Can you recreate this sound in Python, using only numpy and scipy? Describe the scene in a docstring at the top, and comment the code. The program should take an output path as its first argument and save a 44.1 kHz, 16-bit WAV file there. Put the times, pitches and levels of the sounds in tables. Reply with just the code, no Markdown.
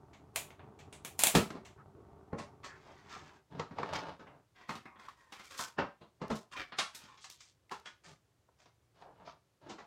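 """A craft table in a small room, close to a hand-cranked die-cutting machine.
The rollers rumble and the squeezed plastic plates snap; the die crunches through the card, and the
plates spring free with a thump and are wound back through. They are lifted out, rubbed together and
laid down with clacks and squeaks, then the machine is dragged aside. Hits are noise bursts ringing
in the struck part; rumbles, rubs and drags are stick-slip grains coloured by the part that moves."""
import sys
import numpy as np
from scipy import signal
from scipy.io import wavfile

SR = 44100
rng = np.random.default_rng(int(sys.argv[2]) if len(sys.argv) > 2 else 0)


def wrap_up_sound(samples):
    """Save the sound to the file named by the first command line argument, as 16-bit audio."""
    columns = np.atleast_2d(samples).T
    # keep every value between -1 and 1, then stretch to whole-number steps
    tamed = np.clip(columns, -1, 1)
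    steps = np.round(tamed * 32767).astype(np.int16)
    wavfile.write(sys.argv[1], SR, steps)


N = 434826
BAND_LIMIT_HZ = 15950

# Tone curves: frequency_hz, gain_db
AIR_TONE = [(18, -46), (60, -3), (120, -1.5), (237, -15), (332, -11), (620, -16), (2070, -25), (7080, -29),
            (15500, -38.5)]  # the quiet room
ROLLER_TONE = [(20, -31.5), (45, -4.5), (155, 2), (290, -7.5), (360, -1.5), (480, -10), (950, -11),
               (1450, -20.5), (2200, -34.5), (9000, -62.5)]  # rumble of gears and rollers
DRAG_TONE = [(35, -30), (70, -10), (130, -5), (220, -9), (340, -5), (500, -7), (900, -1), (1800, -15),
             (4500, -20), (14000, -53)]  # hard plastic pushed along
RUB_TONE = [(100, -13), (400, -5), (750, -7), (1130, -2), (1500, -4), (2100, -5), (3200, -11), (5000, -17),
            (9000, -36)]  # hollow middle of a rubbed plate
HISS_TONE = [(500, -34), (1800, -12), (3300, -1), (7000, -1), (9500, -10), (15500, -17)]  # gritty top of the same rub
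TAP_TONE = [(50, -26), (120, -12), (220, -9), (450, -13), (1150, -4), (2300, -8), (3500, -12), (5500, -14),
            (11000, -30), (15500, -34)]  # plate on plate
THUMP_TONE = [(40, -17), (90, -6), (170, -2), (300, -4), (1000, -3), (1700, -12), (3000, -20), (4500, -23),
              (7000, -31), (10000, -44), (15500, -56)]  # body, crank and table
CRACK_TONE = [(60, -24), (200, -7), (400, -10), (660, -1), (1400, -8), (2400, -3), (3600, -5), (5200, -11),
              (7100, -6), (9600, -7), (15500, -14)]  # plates and die under pressure

# Resonances: pitch_hz, width_hz, lift_db
PLATE_MODES = [(775, 35, 5), (1060, 55, 7), (1240, 55, 6), (2112, 80, 6), (3350, 120, 5), (3820, 90, 4)]  # a loose plate
BODY_MODES = [(160, 26, 5), (218, 40, 5), (394, 30, 7), (465, 30, 4), (1296, 50, 4)]  # the machine's body
DIE_MODES = [(760, 300, 5), (2420, 450, 5.5), (4050, 400, 6), (9720, 560, 9)]  # the thin metal die
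SQUEEZED_MODES = [(662, 160, 3), (2410, 300, 3), (7150, 350, 4)]  # plates clamped between the rollers

# The crank turning the rollers, in and then back: start_s, length_s, level_db
CRANK_TURNS = [(0, 1.73, -58), (1.76, 1.025, -59), (2.76, 0.65, -61.5)]
# Plates pushed over the tray, the machine over the table:
# start_s, length_s, level_db, bass_db, tilt_db_per_octave
PUSHES = [(3.497, 0.18, -46.5, 13, -2.5), (3.747, 0.4, -42, 3, -2), (4.19, 0.23, -58.5, 6, -8.5),
          (8.045, 0.11, -59.5, 16, 7), (8.937, 0.14, -63, 1.5, 2), (9.107, 0.26, -59.5, 4.5, -5.5),
          (9.601, 0.18, -56.5, 5, -1.5)]
# A plate or a hand stroking plastic: start_s, length_s, ring_db, hiss_db, hiss_top_hz
STROKES = [(2.628, 0.055, -48, -67, 7700), (2.748, 0.62, -61.5, -72, 7440), (3.088, 0.12, -52, -63, 7500),
           (3.937, 0.029, -37, -44.5, 6140), (4.545, 0.13, -59.5, -76.5, 7400),
           (4.678, 0.077, -50, -57.5, 14200), (4.983, 0.13, -55.5, -70, 15800),
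           (5.155, 0.24, -66, -78, 15000), (5.323, 0.06, -54, -66, 15500),
           (5.428, 0.037, -57, -55.5, 15800), (5.494, 0.19, -54, -58, 15600),
           (5.567, 0.069, -65, -46, 15800), (6.341, 0.037, -61, -53.5, 15800),
           (6.511, 0.039, -50.5, -59.5, 10700), (6.55, 0.078, -42, -73, 14200),
           (6.922, 0.23, -61, -70.5, 8200), (7.204, 0.056, -90, -57.5, 9100),
           (7.294, 0.037, -66, -53, 15000), (7.372, 0.12, -81.5, -65.5, 8900),
           (8.034, 0.083, -58.5, -61.5, 9000), (8.576, 0.08, -72, -75, 8300),
           (9.247, 0.069, -61.5, -63, 5740), (9.686, 0.023, -70, -57, 7450)]
# A plate's edge or the machine's foot catching: start_s, length_s, level_db, pitch_hz, width_hz
SCRAPES = [(1.775, 0.053, -59.5, 1240, 604), (1.946, 0.088, -58.5, 380, 348),
           (2.677, 0.092, -55.5, 1630, 603), (2.853, 0.087, -57, 690, 700), (3.306, 0.055, -66, 1160, 900),
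           (4.867, 0.2, -64, 1020, 220), (5.082, 0.0071, -41.5, 1126, 260), (6.53, 0.053, -50.5, 1020, 110),
           (7.073, 0.096, -61.5, 1080, 132), (7.71, 0.023, -42.5, 1077, 170),
           (9.011, 0.12, -57.5, 700, 590), (9.66, 0.1, -55, 333, 90)]
# Plate edges squeaking: start_s, pitch_hz, peak_db
SQUEAKS = [(6.279, 4800, -53), (7.298, 5320, -43), (7.693, 2300, -53.5), (7.796, 4840, -57)]
# The die biting through the card just before the plates spring free: start_s, length_s, level_db
DIE_BITE = [(1.193, 0.11, -36.5)]

# Hits: start_s, level_db, bass_db, tilt_db_per_octave, reverb_trim_db, top_hz
TAPS = [(4.267, -60.5, 5, -1, 1, 2830), (4.691, -41.5, 10, -4, -7, 15000),
        (4.753, -55, 18, 1.5, -10, 14000), (4.854, -52.5, 10, 0, -10, 2500),
        (4.956, -64, 12.5, -4, -3, 3530), (5.085, -60.5, -2, 0, -14, 16000),
        (5.322, -53.5, 6, 1, -9, 16000), (5.394, -54.5, 4, -0.5, 1, 16000),
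        (5.591, -38.5, -1, -21.5, -2.5, 16000), (5.782, -36, 7.5, -6.5, 12, 5500),
        (6.721, -49, 3, -2.5, -7, 4650), (6.785, -34.5, -1.5, 2, -3, 9900), (6.947, -63, 7, 9.5, -4, 14000),
        (7.037, -70, 22.5, 7, -10, 6560), (7.174, -65, -2, 3, 0, 6520), (7.242, -59, -10, 5.5, -13, 7900),
        (7.405, -67, -14, 8, -7.5, 7500), (7.856, -50.5, -2, 0, 3, 8100)]  # loose plates striking each other
THUMPS = [(1.349, -26.5, 7.5, 5, -8, 16000), (1.502, -47, 5.5, 2.5, -13, 11000),
          (1.548, -52, 8, -0.5, 1, 8970), (2.328, -45, 9, 0, -12, 2200), (2.382, -47, 1.5, 5, 11, 10700),
          (2.642, -57, -3, 10, -1, 7500), (3.163, -53.5, -6, -9, -30, 7500),
          (3.594, -38.5, -5.5, 1, -15, 7240), (3.708, -54, 8, -2, -5, 7000),
          (3.783, -39, -5, -3, -14.5, 7000), (3.829, -39, -8, -3.5, -17, 8000),
          (3.932, -41, -31, 3, -15, 15000), (4.193, -56, 3, 0.5, -3, 6980), (5.785, -35.5, 2, -3, -7, 7500),
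          (6.01, -61, 6, 6.5, 9, 4060), (6.214, -43, 2, -1.5, -5.5, 8000), (6.3, -38.5, 4.5, 1.5, 1, 15000),
          (7.712, -45, -9.5, 4, -2.5, 16000), (8.485, -70.5, -11, -10.5, -15, 1990),
          (8.656, -65.5, -2, 5.5, -11, 6000), (9.021, -56.5, -19, -2.5, -21, 5000),
          (9.273, -52.5, -20.5, -6, -11, 6000), (9.694, -50.5, 0, 5.5, 12, 7350),
          (9.782, -51, -9, 1.5, 6, 6900)]  # dull knocks of body, crank and table
CRACKS = [(0.132, -57, 1, -4, 5, 7100), (0.359, -37, -4, 0.5, -4, 15900), (0.504, -53.5, 9, -6, -5, 6400),
          (0.593, -52.5, 7, -11.5, 0, 4500), (0.789, -55.5, 1, -2, 5, 7100),
          (0.926, -53, 4, -0.5, -0.5, 9470), (1.048, -45.5, 7, 0, -3, 16000),
          (1.191, -39.5, 3, 3, -2.5, 16000), (1.2355, -29, 1.5, 1.96, -7, 16000),
          (1.2695, -32.5, 2.5, 2, -7.5, 16460), (1.35, -31.5, -1, -1, 1.5, 15800),
          (1.649, -53, -22, -2, 21, 7400)]  # plates and die snapping under the rollers


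def amp(db):
    """Decibels to gain."""
    return 10 ** (np.asarray(db) / 20)


def unit_rms(x):
    """Scales to an rms of one."""
    return x / np.sqrt(np.mean(x ** 2) + 1e-20)


def curve_at(points, hz):
    """Reads a curve on a log-frequency axis."""
    point_hz, value = np.transpose(points)
    return np.interp(np.log(hz + 1), np.log(point_hz + 1), value)


def add(mix, start_s, sound):
    """Lays a sound into the mix at start_s."""
    part = mix[max(round(start_s * SR), 0):][:len(sound)]
    part += sound[:len(part)]


def equalise(x, tone, modes=(), bass_db=0, tilt_db=0, top_hz=SR):
    """Minimum-phase EQ: tone curve, resonances, bass shelf, treble tilt and a drop above top_hz."""
    hz = abs(np.fft.fftfreq(8192, 1 / SR))
    db = curve_at(tone, hz)
    db += sum(lift / (1 + (2 * (hz - pitch) / width) ** 2) for pitch, width, lift in modes)
    db += bass_db * curve_at([(250, 1), (700, 0)], hz)
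    db += tilt_db * np.log2(np.clip(hz / 1500, 1, 6))
    db += curve_at([(top_hz, 0), (1.35 * top_hz, -15)], hz)
    log_spectrum = signal.hilbert(np.log(amp(db))).conj()
    kernel = np.fft.ifft(np.exp(log_spectrum)).real
    return signal.fftconvolve(x, kernel[:len(kernel) // 2])[:len(x)]


def room_tail(samples):
    """Diffuse reflections of the small room, each band dying away at its own speed."""
    hz, time_s, bands = signal.stft(rng.standard_normal(samples), SR, nperseg=256)
    t60_s = curve_at([(180, 0.22), (900, 0.25), (7000, 0.24)], hz)
    return signal.istft(bands * amp(-60 * time_s / t60_s[:, None]), SR, nperseg=256)[1][:samples]


def gesture(length_s, attack_s, release_s, arch_db):
    """Envelope of one hand movement: it gets going, presses hardest midway and dies away."""
    t = np.arange(round((length_s + 8 * release_s) * SR)) / SR
    off_centre = (2 * np.minimum(t / length_s, 1) - 1) ** 2
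    release = np.exp(-np.maximum(t - length_s, 0) / release_s)
    return amp(-arch_db * off_centre) * np.minimum(t / attack_s, 1) * release


def gestures(rows, attack_s, release_s, arch_db):
    """Envelope of a series of like movements."""
    envelope = np.zeros(N)
    for start_s, length_s, level_db in rows:
        add(envelope, start_s, amp(level_db) * gesture(length_s, attack_s, release_s, arch_db))
    return envelope


def friction(grains_per_s, spread_db, smooth, wet_db, waver_db):
    """Tiny slips of uneven size over a smooth rub, under wavering pressure, heard in the room."""
    sizes = amp(spread_db * np.minimum(rng.exponential(1, N), 4))
    slips = sizes * rng.standard_normal(N) * (rng.random(N) < grains_per_s / SR)
    knots = np.arange(0, N, SR // 25)
    pressure = amp(waver_db * np.interp(np.arange(N), knots, rng.standard_normal(len(knots))))
    rub = (unit_rms(slips) + smooth * rng.standard_normal(N)) * pressure
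    tail = room_tail(SR // 2)
    return rub + amp(wet_db) * signal.fftconvolve(rub, tail / np.linalg.norm(tail))[:N]


def sheet_modes(stroke_s, lift_db, lowest_hz=450, count=36):
    """Narrow peaks and dips of thin plastic, new with each grip; a long stroke damps them."""
    freedom = np.exp(-stroke_s / 0.8)
    pitches = lowest_hz * 10 ** ((np.arange(count) + rng.random(count)) / count)
    return [(hz, 24 + hz / 100, lift_db * freedom * rng.uniform(-1, 1)) for hz in pitches]


def glide_down(x, fall_per_s=0.5):
    """Resonances sink as the free end of a sliding plate grows longer."""
    n = np.arange(len(x))
    speed = np.exp(-fall_per_s * (n - len(x) / 4) / SR)
    return np.interp(np.cumsum(speed), n, x)


def resonate(x, centre_hz, width_hz):
    """A steep resonance swept along the curve centre_hz."""
    carrier = np.exp(2j * np.pi * np.cumsum(centre_hz) / SR)
    pole = np.exp(-np.pi * width_hz / SR)
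    return (carrier * signal.lfilter([(1 - pole) ** 2], [1, -2 * pole, pole * pole], x / carrier)).real


def hits(rows, tone, modes, rise_s, decay_s, wet_db, echo_db, brush_db, sheet_db=0, detune=0):
    """A brush, a chattering contact, its slap off the table and a room tail ring the struck part."""
    out, t = np.zeros(N), np.arange(SR * 3 // 5) / SR
    impulse = 1.0 * (t == 0)
    tone_gain = np.linalg.norm(equalise(impulse, tone))
    lead_in = t[:SR // 25]
    for start_s, level_db, bass_db, tilt_db, reverb_trim_db, top_hz in rows:
        contact = rng.standard_normal(len(t)) * (1 - np.exp(-(t / rise_s) ** 2)) * np.exp(-t / decay_s)
        echo = amp(echo_db) * np.roll(contact, round(0.0043 * SR))
        tail = amp(wet_db + reverb_trim_db) * room_tail(len(t)) * (1 - np.exp(-t / (2 * rise_s)))
        burst = contact + echo + tail
        # the surfaces graze each other just before they meet
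        brush = amp(brush_db) * rng.standard_normal(len(lead_in)) * np.exp(-lead_in[::-1] / 0.006)
        force = np.concatenate([brush, burst / np.std(burst[:SR // 30])])
        # where the hit lands decides how strongly, and at just what pitch, each resonance answers
        struck = [(hz * np.exp(detune * rng.standard_normal()), width, lift * (0.5 + rng.random()))
                  for hz, width, lift in modes]
        struck += sheet_modes(0, sheet_db)
        hit = equalise(force, tone, struck, bass_db, tilt_db, top_hz) / tone_gain
        add(out, start_s - len(lead_in) / SR, amp(level_db) * hit)
    return out


def room_tone(air_db=-75, hum_hz=115.6, hum_db=-82):
    """A bed of quiet air with a faint hum."""
    air = amp(air_db) * unit_rms(equalise(rng.standard_normal(N), AIR_TONE))
    return air + amp(hum_db) * np.sin(2 * np.pi * hum_hz * np.arange(N) / SR)


def roller_rumble():
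    """Gears and rollers grind against the plates and shake the body."""
    grind = friction(grains_per_s=160, spread_db=2.5, smooth=0.73, wet_db=0, waver_db=1)
    envelope = gestures(CRANK_TURNS, attack_s=0.005, release_s=0.026, arch_db=3)
    return envelope * unit_rms(equalise(grind, ROLLER_TONE))


def plastic_drags():
    """Coarse stick-slip of hard plastic pushed along, each push with its own boom and brightness."""
    grit = friction(grains_per_s=450, spread_db=2.8, smooth=0.6, wet_db=1, waver_db=0.8)
    out = np.zeros(N)
    for start_s, length_s, level_db, bass_db, tilt_db in PUSHES:
        envelope = amp(level_db) * gesture(length_s, attack_s=0.022, release_s=0.028, arch_db=12)
        grains = grit[round(start_s * SR):][:len(envelope)]
        drag = unit_rms(equalise(grains, DRAG_TONE, (), bass_db, tilt_db))
        add(out, start_s, envelope[:len(drag)] * drag)
    return out


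def plate_rubs(grip_detune=0.0926):
    """Smooth plates rub: a hollow ring, retuned a little by each grip, under a fine gritty hiss."""
    rub = friction(grains_per_s=900, spread_db=1.8, smooth=0.5, wet_db=-2, waver_db=2.4)
    out = np.zeros(N)
    for start_s, length_s, ring_db, hiss_db, hiss_top_hz in STROKES:
        envelope = gesture(length_s, attack_s=0.018, release_s=0.03, arch_db=4.5)
        grains = rub[round(start_s * SR):][:len(envelope)]
        shift = np.exp(grip_detune * rng.standard_normal())
        tone = [(hz * shift, db) for hz, db in RUB_TONE]
        modes = [(hz * shift, width, lift * (0.5 + rng.random())) for hz, width, lift in PLATE_MODES]
        modes += sheet_modes(length_s, lift_db=11)
        ring = unit_rms(glide_down(equalise(grains, tone, modes)))
        high_cut = signal.butter(6, min(hiss_top_hz, BAND_LIMIT_HZ), fs=SR, output="sos")
        hiss = unit_rms(signal.sosfilt(high_cut, equalise(grains, HISS_TONE)))
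        add(out, start_s, envelope[:len(grains)] * (amp(ring_db) * ring + amp(hiss_db) * hiss))
    return out


def edge_scrapes(sag=0.15):
    """An edge judders over plastic; its resonance sinks by a share of its width as the contact moves."""
    noise = rng.standard_normal(N)
    out = np.zeros(N)
    for start_s, length_s, level_db, pitch_hz, width_hz in SCRAPES:
        envelope = gesture(length_s, attack_s=0.0037, release_s=0.009, arch_db=6.5)
        judder = noise[round(start_s * SR):][:len(envelope)]
        envelope = envelope[:len(judder)]
        travel = np.minimum(np.arange(len(judder)) / SR / length_s, 1)
        ring = resonate(judder, pitch_hz + sag * width_hz * (0.5 - travel), width_hz)
        envelope_rms = np.sqrt(np.mean(envelope ** 2))
        add(out, start_s, amp(level_db) * envelope_rms * unit_rms(envelope * ring))
    return out


def edge_squeaks(length_s=0.007, roughness=0.8):
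    """A plate's edge sticks and slips unevenly for an instant, around one high pitch."""
    out, samples = np.zeros(N), round(length_s * SR)
    for start_s, pitch_hz, peak_db in SQUEAKS:
        cycles = np.cumsum(pitch_hz * (1 + roughness * rng.standard_normal(samples))) / SR
        add(out, start_s, amp(peak_db) * np.hanning(samples) * np.sin(2 * np.pi * cycles))
    return out


def plate_taps():
    """Loose plates clack together and ring as thin sheets, with plenty of room."""
    return hits(TAPS, TAP_TONE, PLATE_MODES, rise_s=0.0009, decay_s=0.0065,
                wet_db=6, echo_db=-23, brush_db=-12.5, sheet_db=9)


def body_thumps():
    """Soft-edged knocks wake the low resonances of the machine's body."""
    return hits(THUMPS, THUMP_TONE, BODY_MODES, rise_s=0.0026, decay_s=0.0048,
                wet_db=0, echo_db=-17.5, brush_db=-10.5, sheet_db=7.5)


def die_crunch():
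    """A dense run of tiny fractures in the card rings the thin metal die."""
    fractures = friction(grains_per_s=1800, spread_db=2.4, smooth=0.25, wet_db=-1, waver_db=0.5)
    envelope = gestures(DIE_BITE, attack_s=0.004, release_s=0.023, arch_db=2.5)
    return envelope * unit_rms(equalise(fractures, CRACK_TONE, DIE_MODES))


def plate_cracks():
    """Plates and die give under the rollers in tight, bright snaps."""
    return hits(CRACKS, CRACK_TONE, SQUEEZED_MODES, rise_s=0.0017, decay_s=0.0011,
                wet_db=-20, echo_db=-13, brush_db=-21, detune=0.079)


def scene():
    """The mono mix: hits and contact detail over the friction layers and room tone."""
    impacts = plate_cracks() + body_thumps() + plate_taps()
    detail = die_crunch() + edge_scrapes() + edge_squeaks()
    movement = roller_rumble() + plastic_drags() + plate_rubs()
    return (impacts + detail + movement + room_tone())[None]


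def record(dry, low_cut_hz=22):
    """A low cut and a steep band limit on the whole mix."""
    low_cut = signal.butter(2, low_cut_hz, "high", fs=SR, output="sos")
    band_limit = signal.firwin(255, BAND_LIMIT_HZ, window=("kaiser", 7), fs=SR)
    return signal.oaconvolve(signal.sosfilt(low_cut, dry), band_limit[None], "same")


dry = scene()
out = record(dry)
wrap_up_sound(out)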